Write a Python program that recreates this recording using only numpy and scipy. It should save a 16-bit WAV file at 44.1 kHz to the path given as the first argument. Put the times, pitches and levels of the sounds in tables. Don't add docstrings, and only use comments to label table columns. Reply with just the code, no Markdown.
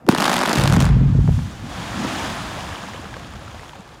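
import sys
import numpy as np
from scipy import signal
from scipy.io import wavfile
from scipy.ndimage import uniform_filter1d

SR = 44100
rng = np.random.default_rng(int(sys.argv[2]) if len(sys.argv) > 2 else 0)


def persist_wave(psi):
    counts = np.round(np.clip(psi, -1, 1) * 32767).astype(np.int16)
    wavfile.write(sys.argv[1], SR, np.atleast_2d(counts).T)


N = 176400

# t/s, relative level of the crack/dB, body above the crack/dB
DETONATORS = [(0.066, -35, 6), (0.078, -41, 11), (0.089, -5.5, 7.5), (0.114, -17, 4), (0.1245, -23, 11),
              (0.1487, -14.5, 10.5), (0.1631, -27, 17), (0.177, -14.5, -5), (0.1839, -11, 3.5),
              (0.2009, -13.5, 9.5), (0.2056, -11, 4), (0.2203, -11.5, 7), (0.2255, -16, 11.5),
              (0.239, -17, 10), (0.2431, -11.5, -4), (0.2537, -18.5, 14), (0.2562, -12, 3),
              (0.261, -15.5, 1), (0.2651, -18, 10), (0.2786, -17.5, 13), (0.2807, -13.5, 10),
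              (0.2954, -11.5, 7), (0.2995, -15, 6.5), (0.3032, -20, -6), (0.316, -15, 10.5),
              (0.3203, -19, 0), (0.3265, -20, 8), (0.3307, -11, 4), (0.3352, -22, 6), (0.3413, -11.5, 3),
              (0.3579, -18.5, 10.5), (0.3626, -18.5, 5), (0.366, -11.5, -14), (0.3816, -18, 10.5),
              (0.3908, -14, 3), (0.4063, -18, 6), (0.4134, -16.5, 10), (0.4196, -18, 10), (0.4301, -19, 11),
              (0.4348, -13.5, 6), (0.456, -13.5, 8), (0.4608, -17, 6), (0.4753, -16, 7), (0.4785, -18, 7),
              (0.4866, -22.5, 16.5), (0.491, -20, 4), (0.4946, -11.5, -3), (0.5012, -22.5, 14),
              (0.511, -21.5, 15), (0.5152, -16, 7), (0.5306, -11.5, 1), (0.5337, -14, -21),
              (0.541, -19, -13), (0.5542, -13.5, -9), (0.558, -13, -4), (0.5702, -18, 7), (0.5753, -17, 6),
              (0.5822, -12, -7), (0.586, -15, 0), (0.5974, -11.5, 1), (0.6106, -14, -2), (0.6181, -17, 2),
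              (0.6377, -11.5, 1), (0.6568, -16.5, 10), (0.6762, -10, 1), (0.699, -17, 6.5),
              (0.7054, -33, -6), (0.7182, -25.5, 14), (0.725, -16, 8), (0.7347, -14, -17),
              (0.7402, -18.5, 9), (0.765, -17.5, 8.5), (0.802, -19, -3), (0.8047, -13, -7),
              (0.8131, -20, 5), (0.8234, -16.5, -2), (0.8313, -20, -4), (0.8445, -29, 16.5),
              (0.854, -17, -6), (0.8655, -26, 15.5), (0.8902, -28.5, 12)]
# t/s, relative level/dB, treble tilt/dB per two octaves
DEBRIS_FALL = [(.9, -41, -5), (1.15, -43.5, -1.5), (1.35, -42, 4.5), (1.62, -42.5, 0.5), (1.8, -33.5, -0.5),
               (2.15, -29, 0.5), (2.4, -31.5, -0.5), (2.7, -34, 0), (3.0, -38, -0.5), (3.3, -41.5, -1),
               (3.65, -43.5, 1), (3.75, -45.5, 0), (4, -49.5, 0.5)]


def amp(db):
    return 10 ** (np.asarray(db) / 20)


def rms_one(x):
    return x / np.sqrt(np.mean(x ** 2) + 1e-20)


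def at_hz(points, hz):
    f, v = np.transpose(points)
    return np.interp(np.log(hz), np.log(f), v)


def drift(rate_hz):
    pole = np.exp(-80 * np.pi * rate_hz / SR)
    slow = signal.lfilter([1], [1, -2 * pole, pole * pole], rng.standard_normal(N // 40 + 2002))[2000:]
    return np.interp(np.arange(N) / 40, np.arange(len(slow)), rms_one(slow))


def bands(spectrum, sources, gain=lambda hz: 1):
    out, edges = 0, 20 * 2 ** np.arange(0, 9.8, .5)
    for k, (low, high) in enumerate(zip(edges, edges[1:])):
        hz = np.sqrt(low * high)
        if spectrum[0][0] < hz < spectrum[-1][0]:
            band = signal.butter(2, [low, high], "band", fs=SR, output="sos")
            out = out + amp(at_hz(spectrum, hz)) * gain(hz) * signal.sosfilt(band, sources[k % 2])
    return out


def add(out, s, sound):
    i = max(int(s * SR), 0)
    out[i:i + len(sound)] += sound[:len(out) - i]


def decay(power, t60):
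    return signal.lfilter([1], [1, -amp(-120 / (t60 * SR))], power)


def swing(length, s, db, hz, rise_s, fall_s, sag, phase):
    t = np.arange(length) / SR - s
    shape = np.exp(-.5 * (t / np.where(t < 0, rise_s, fall_s)) ** 2)
    return amp(db) * shape * np.cos(2 * np.pi * hz * t * (1 - sag * np.clip(t * hz, -1, 1)) + phase)


def swings(rows, rise_cycles, fall_cycles, sag):
    out, lead_s = np.zeros(N), 3000 / SR
    for (s, db, hz), phase in zip(rows, rng.uniform(-1.47, 1, len(rows))):
        add(out, s - lead_s, swing(6000, lead_s, db, hz, rise_cycles / hz, fall_cycles / hz, sag, phase))
    return out


def knocks(rows, cycles, rough, cut_hz):
    out, t = np.zeros(N), np.arange(2000) / SR
    attack = np.minimum(t / .0005, 1)
    for (s, db, hz), grit in zip(rows, rng.standard_normal((len(rows), len(t)))):
        ring = np.sin(2 * np.pi * hz * t) + rough * grit
        add(out, s - .001, amp(db - 60 * t * hz / cycles) * attack * ring)
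    return signal.sosfilt(signal.butter(3, cut_hz, fs=SR, output="sos"), out)


def charges():
    # t/s, relative level/dB, f/Hz
    shots = [(0.578, -12, 152), (0.593, -7, 135), (0.647, -8, 114), (0.675, -10, 138), (0.701, -4.5, 139),
             (0.732, -7.5, 188), (0.749, -6.5, 146), (0.773, -3, 195), (0.793, -7.5, 146), (0.83, -5, 118),
             (0.866, -12, 134), (0.885, -7, 89), (0.903, -4, 136), (0.917, -4.5, 101), (0.937, -5.5, 106),
             (0.969, -6, 151), (0.99, -7.5, 96), (1.015, -4.5, 142), (1.036, -11, 170), (1.063, -8, 100),
             (1.085, -15, 160), (1.102, -10, 156), (1.13, -7, 103), (1.153, -6.5, 169), (1.167, -13, 99),
             (1.191, -3, 99), (1.208, -20, 137), (1.246, -11, 165), (1.259, -14, 126), (1.276, -7.5, 101),
             (1.288, -2, 121), (1.306, -13.5, 84.5), (1.382, -11.5, 152), (1.395, -15, 129),
             (1.431, -23, 106),]
    booms = amp(2) * swings(shots, rise_cycles=.3, fall_cycles=.54, sag=.41)
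    t, echo_t60_s = np.arange(SR) / SR, .41
    tail = rng.standard_normal(SR) * amp(-60 * t / echo_t60_s)
    echo = signal.fftconvolve(booms, tail / np.sqrt(np.sum(tail ** 2)))[:N]
    return booms + amp(-.5) * echo


def detonators():
    # f/Hz, spectral level/dB
    crack_colour = [(1180, -16), (2000, -10), (2440, 3), (3320, 5), (8440, -5), (15500, -16)]
    grit_t60_s, body_t60_s = .004, .0097
    from_hz, to_hz, slide_s = 2600, 693, .00082
    cracks, bodies, t = np.zeros(N), np.zeros(N), np.arange(900) / SR
    snap = np.arange(len(t)) == 25
    grit_shape = .7 * amp(-60 * t / grit_t60_s) * np.minimum(t / .00048, 1)
    body_shape = amp(-60 * t / body_t60_s) * (1 - np.exp(-t / .0014))
    slide_hz = to_hz + (from_hz - to_hz) * np.exp(-t / slide_s)
    rows = list(DETONATORS) + small_snaps()
    for (s, db, body_db), (detune, phase) in zip(rows, rng.uniform(-.97, 1, (len(rows), 2))):
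        add(cracks, s - .0007, amp(db + 7) * (snap + grit_shape * rng.standard_normal(len(t))))
        hz = slide_hz * (1 + .25 * detune)
        tone = np.sin(2 * np.pi * np.cumsum(hz) / SR + np.pi * phase)
        add(bodies, s - .0004, amp(db + body_db + 7.5) * body_shape * tone)
    coloured = bands(crack_colour, [cracks, -cracks])
    return coloured * np.std(cracks) / np.std(coloured) + bodies


def small_snaps(from_s=.17, to_s=.86, per_s=150, body_db=9):
    gap, size = rng.random((200, 2)).T
    times = from_s + np.cumsum((.3 + 1.4 * gap) / per_s)
    levels = -28.5 + 7 * (2 * size - 1)
    return [(s, db, body_db) for s, db in zip(times, levels) if s < to_s]


def starter_shot():
    # t/s of the peak, level/dB, f/Hz, rise/s, fall/s
    pulses = [(0.088, -3.5, 400, 0.0017, 0.0018), (0.094, 1.5, 245, 0.002, 0.0036),
              (0.129, -14, 240, .003, 0.003), (0.137, -12, 340, 0.003, 0.004),
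              (.079, -21, 300, 0.005, 0.003), (.053, -32, 200, .005, .006)]
    return sum(swing(N, *pulse, sag=.19, phase=0) for pulse in pulses)


def vents():
    # t/s, level/dB, f/Hz
    pops = [(.768, -15, 420), (1.007, -23, 450), (1.2775, -13.5, 940), (1.292, -9, 650), (1.391, -16, 800)]
    return knocks(pops, cycles=6, rough=.88, cut_hz=1940)


def scatter():
    # f/Hz, spectral level/dB
    echo_colour = [(35, -44), (60, -28), (81, -29), (112, -27), (187, 0), (433, -5), (486, -7.5),
                   (1170, -12.5), (2410, -17.5), (8470, -27), (15500, -32.5)]
    # f/Hz, time to fall 60 dB/s
    echo_t60 = [(100, 1), (400, 0.5), (1500, 1), (5000, 0.54), (14000, 0.058)]
    s, db, _ = np.transpose(DETONATORS)
    power = np.zeros(N)
    power[((s + .002) * SR).astype(int)] = amp(2 * db)
    power = np.abs(uniform_filter1d(power, size=100)) + 1e-18
    near_db, near_cut_hz = 17, 6500
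    near = amp(2 * near_db) * decay(power, t60=.014)
    dying = lambda hz: np.sqrt(decay(power, at_hz(echo_t60, hz))
                               + near / (1 + (hz / near_cut_hz) ** 2) ** 2)
    white = rng.standard_normal((2, N))
    steady_rms = np.std(bands(echo_colour, white[:, :SR // 2]))
    return amp(-16.5) * bands(echo_colour, white, dying) / steady_rms


def debris_rain():
    # f/Hz, spectral level/dB
    rush_colour = [(210, -17), (350, -5.5), (726, -1), (811, 1), (1850, -5), (2200, -9), (3170, -8.5),
                   (4950, -16.5), (6280, -16), (15500, -37)]
    grain_share, thins_from_s, flicker_db = .12, 2.3, .83
    t = np.arange(N) / SR
    s, db, tilt = np.transpose(DEBRIS_FALL)
    level_db = np.interp(t, s, db) - 40 * np.clip(s[0] - t, 0, 1) / .16
    treble = np.interp(t, s, tilt)
    patter_share = .35 * np.clip((t - thins_from_s) / 1.4, 0, 1)
    blur = np.sqrt(1 - grain_share) * rng.standard_normal((2, N))
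    dense = blur + np.sqrt(grain_share) * grains(per_s=2500)
    grit = np.sqrt(1 - patter_share) * dense + np.sqrt(patter_share) * grains(per_s=200)
    sway = drift(3.4)
    gain = lambda hz: amp(flicker_db * (sway + drift(45)) + treble * np.log2(hz / 2000) / 2)
    return amp(level_db + 2) * rms_one(bands(rush_colour, grit, gain))


def grains(per_s, spread_db=6.5, tick_t60_s=.0063):
    sizes = amp(spread_db * np.minimum(rng.exponential(1, (3, N)), 3.2))
    hits = sizes * (rng.random((3, N)) < per_s / SR)
    ticks = signal.lfilter([1], [1, -amp(-60 / (tick_t60_s * SR))], hits) * rng.standard_normal((3, N))
    return rms_one(ticks[:2] + ticks[2])


def earth_slump():
    # t/s, relative level/dB, bass tilt/dB per octave
    thuds = [(1.45, -37, 6), (1.65, -35.5, 3), (1.85, -33.5, 1.5), (2.05, -30.5, -3.5), (2.25, -36, -5),
             (2.6, -35.5, 3), (2.8, -42.5, -1.5), (3.1, -39.5, 4.5), (3.3, -42, 3), (3.6, -44, 6),
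             (3.75, -54, -1), (4, -73, 5)]
    # f/Hz, spectral level/dB
    earth_colour = [(22, -24), (35, -7), (59, 6.5), (242, 4), (286, -0.5), (350, -17), (450, -31),
                    (600, -60)]
    t = np.arange(N) / SR
    s, db, tilt = np.transpose(thuds)
    bass = np.interp(t, s, tilt)
    gain = lambda hz: amp(2.4 * drift(7.9) - bass * np.log2(hz / 130))
    rumble = rms_one(bands(earth_colour, rng.standard_normal((2, N)), gain))
    onset = np.clip((t - s[0]) / .073 + 1, 0, 1)
    return amp(np.interp(t, s, db) + 4.5) * onset * rumble


def stones():
    # t/s, relative level/dB, f/Hz
    landings = [(1.945, -22, 1390), (2.063, -19.5, 970), (2.552, -24, 1324), (2.608, -21, 2900),
                (2.759, -19, 3220), (2.768, -25, 930), (2.838, -25, 1090), (2.887, -23.5, 880),
                (2.936, -23.5, 1900), (2.962, -24, 3100), (3.142, -22.5, 1610), (3.167, -28, 520),
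                (3.248, -27, 3400), (3.481, -28, 1314), (3.546, -30.5, 650), (3.596, -26.5, 1850),
                (3.633, -29, 947), (3.734, -28, 947)]
    return amp(4) * knocks(landings + clatter(), cycles=16, rough=.53, cut_hz=4200)


def clatter(from_s=1.9, span_s=2, low_hz=450, high_hz=2600):
    when, pitch, size = rng.random((90, 3)).T
    s = from_s + when * span_s
    rain_s, rain_db, _ = np.transpose(DEBRIS_FALL)
    db = np.interp(s, rain_s, rain_db) + 4 + 7.2 * (size - .5)
    return list(zip(s, db, low_hz * (high_hz / low_hz) ** pitch))


def boulders():
    # t/s, level/dB, f/Hz
    landings = [(1.995, -22, 228), (2.052, -15, 243), (2.143, -26, 205), (2.998, -27.5, 274),
                (3.135, -33, 124), (3.545, -38, 204), (3.8, -32, 190)]
    return swings(landings, rise_cycles=1, fall_cycles=.93, sag=.031)


def still_air():
    # f/Hz, spectral level/dB
    air_colour = [(18, -28), (30, 15), (296, -1), (448, -4), (645, -1), (1830, -19), (3230, -31.5),
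                  (15000, -42.5)]
    return amp(-42.5) * rms_one(bands(air_colour, rng.standard_normal((2, N))))


def ground_dip(x, hz=425, q=8.4, depth=.43):
    return x - depth * signal.lfilter(*signal.iirpeak(hz, q, fs=SR), x)


def scene():
    rocks = stones() + boulders()
    blast = detonators() + scatter() + charges() + vents()
    fall = debris_rain() + earth_slump() + rocks
    return (starter_shot() + ground_dip(blast + fall) + still_air())[None]


def record(dry):
    low_cut_hz, high_cut_hz = 54, 15900
    open_ceiling, limited_ceiling, trip_level, limit_s = 1.1, .52, .9, .012
    x = signal.sosfilt(signal.butter(2, low_cut_hz, "high", fs=SR, output="sos"), dry)
    tripped = np.maximum.accumulate(np.abs(x) > trip_level, axis=1)
    pole = np.exp(-1 / (limit_s * SR))
    engaged = signal.lfilter([(1 - pole) ** 2], [1, -2 * pole, pole * pole], tripped * 1.)
    ceiling = open_ceiling - (open_ceiling - limited_ceiling) * engaged
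    rounded = x / (1 + (x / ceiling) ** 4) ** .25
    return signal.sosfilt(signal.ellip(12, .5, 70, high_cut_hz, fs=SR, output="sos"), rounded)


dry = scene()
out = record(dry)
persist_wave(out)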